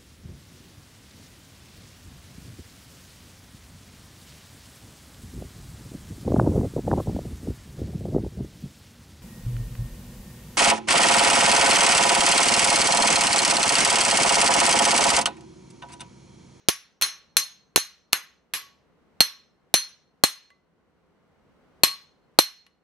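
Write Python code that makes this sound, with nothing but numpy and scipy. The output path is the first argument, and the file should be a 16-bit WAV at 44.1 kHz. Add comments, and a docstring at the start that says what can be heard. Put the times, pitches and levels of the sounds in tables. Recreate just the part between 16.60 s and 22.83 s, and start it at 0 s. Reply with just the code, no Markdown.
"""A ball-peen hammer drives a steel bushing into a hand-held bracket in a small workshop; twice it just taps.
A blow is a crack and a clang of shaped noise, plus steel modes: resonators driven by noise that dies away.
A tap is a dull noise click that sets off a small ping. The workshop's low rush is steady coloured noise.
The close recorder overloads with a pop (a short swing and a noise splutter), turns its gain down,
and lets the room noise creep back up between blows."""
import sys
import numpy as np
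from scipy import signal
from scipy.io import wavfile

SR = 44100
rng = np.random.default_rng(int(sys.argv[2]) if len(sys.argv) > 2 else 0)


def master_out(mix):
    """Clip the mix to full scale and print it as 16-bit PCM to the path in sys.argv[1]."""
    frames = np.transpose(np.atleast_2d(mix))
    ceiling = np.clip(frames, -1, 1)
    pcm = np.round(ceiling * 32767).astype(np.int16)
    wavfile.write(sys.argv[1], SR, pcm)


N = 274875   # samples in the scene
BLOW_SIZE = 20000   # samples that a blow lasts

# hammer contacts, with grazes and rebounds; the first still rings as the scene opens:
# (time [s], force [dB], crack over force [dB], clang tilt [dB per octave], free ring [dB],
#  landing spot along the part [0-1], overload pop [dB]); a pop near -50 is practically none
BLOWS = [(-0.27, 14.5, 0, 0.5, 1.5, .42, -50), (0.0859, 7, 5, 0.5, -8, 0.26, -7),
         (0.0913, -2.5, 7.5, 4, -9, 0.59, -16), (0.4128, 1.5, -5, 0.5, -4, .55, -59),
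         (0.4221, 7.5, -0.5, 0, 2.5, 0.25, -55), (0.443, -6, -15.5, 6.5, -2.5, 0, -48),
         (0.7679, 10, -3.5, 5, 3.5, .41, -48.5), (1.1599, 9.5, 1, 2.7, 0.1, 0.38, -9),
         (1.1751, -4.5, 4.5, 1, -5.5, 0.45, -13), (1.5256, -8, -6.5, 1, -6.5, 0.86, -46),
         (1.5305, 7, 4.5, -2.5, -2.6, 0.5, -15), (1.9365, 4, -8, 1.7, -9.5, 0.6, -55),
         (2.6052, 8.5, -5.5, 2, 5, 0.78, -14.5), (3.1405, 11, -4, 3.1, 2.5, 0.28, -11),
         (3.6371, 10.5, -0.5, 2.5, 5.5, 0.48, -8), (5.2344, 9.5, -5.5, 4, 3.5, 0.63, -8.5),
         (5.7881, 12.5, -5, 3.5, 3, 0.77, -4)]
# groups of steel modes that are struck together, by name: (frequency [Hz], level [dB], t60 [s]);
# t60 is the time to fall by 60 dB
MODES = { "bracket": [(1122, 0, .16), (1290, -11, .15), (2024, -6, .16), (2451, -4, .12), (2965, -6, .1),
         (3055, -2, .08), (3425, -6, .1), (3636, -7, .12), (4975, -5, .2)], "main ring": [(4245, 0, .11),
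         (4300, -13, .06), (5330, -17, .18)], "bright ring": [(6104, 0, .14), (5588, -6, .18)],
         "upper ring": [(6460, 0, .17), (7116, -9, .06)], "ping": [(8458, -1, .1), (8560, -4, .14)],
         "zing": [(10535, 0, .06), (14247, -19, .1)], "shimmer": [(11555, 0, .06), (13550, -10, .04)], }
# each group is a standing wave along the part, loud when struck at its belly and weak at its node:
# (level [dB], share of the free ring [dB per dB], waves along the part [count],
#  spot of the belly [part lengths], swing [dB])
MODE_SHAPES = { "bracket": (-13.5, .12, 1.82, .6, 5.5), "main ring": (3.3, 1, .83, 1.11, 3.8),
               "bright ring": (-8.3, .25, 1.76, .31, 8.8), "upper ring": (-8.8, .18, 1.32, .37, 6.2),
               "ping": (-12.7, .96, 1.35, .54, 5), "zing": (-2.5, -.1, 1.33, .28, 5),
               "shimmer": (-8.2, .16, .6, .65, 7), }
# colour of the first contact: (frequency [Hz], level [dB per Hz])
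CRACK_COLOUR = [(30, -60), (120, -31), (500, -14), (1100, 8.5), (2000, -2.5), (3200, 5.5), (6000, -5.5),
                (8500, -5.5), (12000, -4.5), (14500, -14.5), (17000, -29.5)]
# colour of the dense high modes after it: (frequency [Hz], level [dB per Hz])
CLANG_COLOUR = [(30, -50), (120, -29.5), (350, -18), (750, -21), (1200, 0.5), (2000, 4.5), (3200, 2.5),
                (5000, 0), (7000, -3), (9500, -4.5), (12000, -8.5), (14000, -23.5), (16500, -39)]
# how long the workshop echoes: (frequency [Hz], t60 [s])
ROOM_T60 = [(150, 0.14), (1000, .42), (3000, 0.4), (5000, 0.41), (8000, 0.1), (11000, 0.28), (15000, 0.26)]
# how alike left and right are in the echoes: (frequency [Hz], likeness [0 unrelated, 1 the same])
ECHO_LIKENESS = [(60, 0.59), (300, 0.33), (1400, 0.93), (3100, 0.16), (4300, 1), (6800, 0.25),
                 (15000, 0.33)]
# the same for the crack and the tap click: (frequency [Hz], likeness [0-1])
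CRACK_LIKENESS = [(100, .9), (1000, 0.37), (4000, 1), (8000, 0.18), (15000, 0.21)]
# the same for the room noise: (frequency [Hz], likeness [0-1])
FLOOR_LIKENESS = [(60, 1), (130, 0.68), (300, 0.01), (700, 0.94), (1400, 0.51), (3100, 0), (7000, 0.22)]
# colour of the room noise: (frequency [Hz], level [dB per Hz])
FLOOR_COLOUR = [(15, -49), (25, -23.5), (74, -3), (114, -14.5), (180, 2.5), (236, -5), (394, -7.5),
                (439, -5.5), (624, -12), (1190, -14.5), (16000, -49.5)]
# the hammer head settles on the bracket: (time [s], level [dB], click [dB], treble modes [dB])
TAPS = [(3.9027, -15.5, -1.5, -10), (6.0650, -27, 12.5, 10)]
# the bracket's ring under such a soft touch: (frequency [Hz], level [dB], t60 [s])
TAP_MODES = [(1130, -2, .16), (2024, 0, .2), (2955, -8, .1), (4240, -9, .2), (10535, -18, .07),
             (11555, -17, .07)]
# colour of the tap click: (frequency [Hz], level [dB per Hz])
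TAP_CLICK_COLOUR = [(150, -22), (700, -6), (2000, 0), (3000, -3.5), (6000, -14.5), (12000, -26),
                    (16000, -40)]

# half-octave filters: (centre [Hz], filter)
EDGES_HZ = 24 * 2 ** (np.arange(20) / 2)
BANDS = [(np.sqrt(lo * hi), signal.butter(2, [lo, hi], "band", fs=SR, output="sos"))
         for lo, hi in zip(EDGES_HZ, EDGES_HZ[1:])]

# levels of the layers, before the recorder's gain control
RING_DB, CRACK_DB, CLANG_DB, FLOOR_DB = 8, 13.5, 11, -54.5
CLANG_TOP_HZ, RECORDER_TOP_HZ = 14200, 17600
# a freely ringing blow holds the microphone in overload longer: its pop is deeper and splutters more
POP_HZ, POP_FALL_OCTAVES_PER_DB, POP_DELAY_S = 437, 0.09, 0.0007
SPLUTTER_DB, SPLUTTER_RING_SHARE = -4, 0.47


def from_db(db):
    """Turn decibels into a gain."""
    return 10 ** (np.asarray(db) / 20)


def at_hz(points, hz):
    """Read a table between its points, on a log-frequency axis."""
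    freqs, values = np.transpose(points)
    return np.interp(np.log(hz), np.log(freqs), values)


def unit_energy(x):
    """Scale a stereo sound to an energy of one per channel, on average."""
    return x / np.sqrt(np.sum(x ** 2) / 2 + 1e-20)


def fade(t60):
    """Exponential decay over the length of a blow."""
    return np.exp(-np.log(1000) * np.arange(BLOW_SIZE) / (SR * t60))


def add(out, s, sound):
    """Mix a sound in at time s; what lies outside the scene is cut off."""
    start = round(s * SR)
    sound, start = sound[:, max(-start, 0):], max(start, 0)
    out[:, start:start + sound.shape[1]] += sound[:, :N - start]


def noise_bands(likeness, size):
    """Stereo noise split into bands, each mixed from a shared part and an opposite part: (Hz, noise)."""
    bands = []
    white = rng.standard_normal((2, 2, size))
    for k, (hz, sos) in enumerate(BANDS):
        # neighbouring bands take turns between two separate noises
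        mid, side = signal.sosfilt(sos, white[k % 2])
        alike = np.clip(at_hz(likeness, hz), -1, 1)
        shared = np.sqrt(1 + alike) * mid
        opposite = np.sqrt(1 - alike) * side * [[1], [-1]]
        bands.append((hz, shared + opposite))
    return bands


def coloured(bands, spectrum):
    """Add up noise bands, each at its level in the colour table."""
    return sum(from_db(at_hz(spectrum, hz)) * band for hz, band in bands)


def ring(x, hz, t60):
    """One steel mode: a resonator driven by x that swings at hz and dies away."""
    r = from_db(-60 / (t60 * SR))   # shrink per sample
    w = 2 * np.pi * hz / SR   # turn per sample
    return signal.lfilter([0, np.sin(w)], [1, -2 * r * np.cos(w), r * r], x)


def reflections(bands, near_t60, near_db):
    """Quick echoes off bench and body, plus the workshop's tail with its own decay in each band."""
    near = from_db(near_db) * fade(near_t60)
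    return [(hz, band * (near + fade(at_hz(ROOM_T60, hz)))) for hz, band in bands]


def mode_mix(ring_db, spot):
    """Level of each group of modes, from where the hammer lands and how freely the steel can ring."""
    return [db + share * ring_db + swing_db * np.cos(2 * np.pi * waves * (spot - belly))
            for db, share, waves, belly, swing_db in MODE_SHAPES.values()]


def blow(crack_db, tilt_db, group_dbs, crack_t60=0.0086, direct_db=0.5, clink_db=-1.5, clink_t60=0.059):
    """One contact of steel on steel; the part moves in the hand, so its echoes differ every time."""
    echoes = reflections(noise_bands(ECHO_LIKENESS, size=BLOW_SIZE), near_t60=0.16, near_db=8.5)

    # a squarer, shorter contact tips the clang towards the treble
    tipped = [(hz, db + tilt_db * np.log2(np.clip(hz, 700, 7000) / 2000)) for hz, db in CLANG_COLOUR]
    out = from_db(CLANG_DB) * unit_energy(coloured(echoes, tipped))

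    # the modes reach the microphones directly and by way of the room
    path = unit_energy(sum(band for hz, band in echoes))
    path[:, 0] += from_db(direct_db)
    levels = dict(zip(MODES, group_dbs))
    for group, modes in MODES.items():
        for hz, db, t60 in modes:
            out += from_db(RING_DB + levels[group] + db) * unit_energy(ring(path, hz, t60))

    # a short clink lifts the start of the main mode while the steel is still pressed home
    impulse = np.ones((2, 1)) * signal.unit_impulse(BLOW_SIZE)
    main_hz = MODES["main ring"][0][0]
    clink = unit_energy(ring(impulse, main_hz, clink_t60))
    out += from_db(clink_db + levels["main ring"]) * clink

    # only the crack of the contact reaches the highest treble
    out = signal.sosfilt(signal.butter(14, CLANG_TOP_HZ, fs=SR, output="sos"), out)
    crack = coloured(noise_bands(CRACK_LIKENESS, size=2000), CRACK_COLOUR)
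    crack = unit_energy(crack * fade(crack_t60)[:crack.shape[1]])
    add(out, 0, from_db(CRACK_DB + crack_db) * crack)
    return out


def hammering():
    """All contacts of the hammer; some blows graze the part first or rebound on it."""
    out = np.zeros((2, N))
    for s, force_db, crack_db, tilt_db, ring_db, spot, _ in BLOWS:
        add(out, s, from_db(force_db) * blow(crack_db, tilt_db, mode_mix(ring_db, spot)))
    return out


def room_noise():
    """The steady low rush of the workshop: noise that is strongest in the bass."""
    rush = unit_energy(coloured(noise_bands(FLOOR_LIKENESS, size=N), FLOOR_COLOUR))
    return from_db(FLOOR_DB) * np.sqrt(N) * rush   # sqrt(N) makes the level hold per sample


def pops(swell_cycles=0.41, low_cut_hz=55, splutter_t60=0.023):
    """An overloaded microphone swings for a cycle or two and splutters; the right one follows late."""
    out, t = np.zeros((2, N)), np.arange(BLOW_SIZE) / SR
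    mids = signal.butter(2, [450, 1100], "band", fs=SR, output="sos")
    for s, *_, ring_db, spot, pop_db in BLOWS:
        start = s + POP_DELAY_S
        hz = POP_HZ * 2 ** (-POP_FALL_OCTAVES_PER_DB * max(ring_db, 0))
        age = t * hz / swell_cycles   # 1 where the swell is fullest
        swing = from_db(pop_db) * age * np.exp(1 - age) * np.sin(2 * np.pi * hz * t)
        add(out, start, swing * [[1], [0]])
        add(out, start + 0.42 / hz, 0.9 * swing * [[0], [1]])   # right: 0.42 of a cycle late
        # the first half is dropped so that the filter has settled
        noise = signal.sosfilt(mids, rng.standard_normal((2, 2 * BLOW_SIZE)))[:, BLOW_SIZE:]
        splutter = from_db(pop_db + SPLUTTER_DB + SPLUTTER_RING_SHARE * ring_db)
        add(out, start, splutter * noise / noise.std() * fade(splutter_t60))
    return signal.sosfilt(signal.butter(2, low_cut_hz, "high", fs=SR, output="sos"), out + 1e-18)


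def taps(click_t60=0.018, room_db=-25.0, room_t60=0.34):
    """Light touches: a dull click with a faint room tail drives a few modes into a small ping."""
    out = np.zeros((2, N))
    for s, level_db, click_db, treble_db in TAPS:
        shape = fade(click_t60) + from_db(room_db) * fade(room_t60)
        noise = coloured(noise_bands(CRACK_LIKENESS, size=BLOW_SIZE), TAP_CLICK_COLOUR)
        click = unit_energy(noise * shape)
        ping = sum(from_db(db + treble_db * (hz > 2500)) * unit_energy(ring(click, hz, t60))
                   for hz, db, t60 in TAP_MODES)
        add(out, s, from_db(level_db) * (from_db(click_db) * click + ping))
    return out


def scene():
    """Hammering and taps over the room noise."""
    return hammering() + taps() + room_noise()


def gain_control(x, threshold_db=-13.5, release_db_per_s=8.0, attack_s=0.011):
    """Loud sound pulls the gain down within milliseconds; it recovers over seconds."""
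    start_cut_db = 14.0   # still held down by earlier work
    power = signal.lfilter(np.ones(220) / 220, [1], np.mean(x ** 2, axis=0))   # 5 ms average
    over_db = np.maximum(10 * np.log10(power + 1e-12) - threshold_db, 0)
    # hold the deepest cut so far, less what has been recovered since
    recovered_db = release_db_per_s * np.arange(N) / SR
    held_db = np.maximum.accumulate(np.maximum(over_db + recovered_db, start_cut_db))
    cut_db = held_db - recovered_db
    r = np.exp(-1 / (attack_s * SR))
    smooth_cut_db = start_cut_db + signal.lfilter([1 - r], [1, -r], cut_db - start_cut_db)
    return x * from_db(-smooth_cut_db)


def record(dry):
    """Gain control, overload pops, clipping at full scale, and the top cut."""
    clipped = np.clip(gain_control(dry) + pops(), -1, 1)
    return signal.sosfilt(signal.cheby2(12, 60, RECORDER_TOP_HZ, fs=SR, output="sos"), clipped)


dry = scene()
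out = record(dry)
master_out(out)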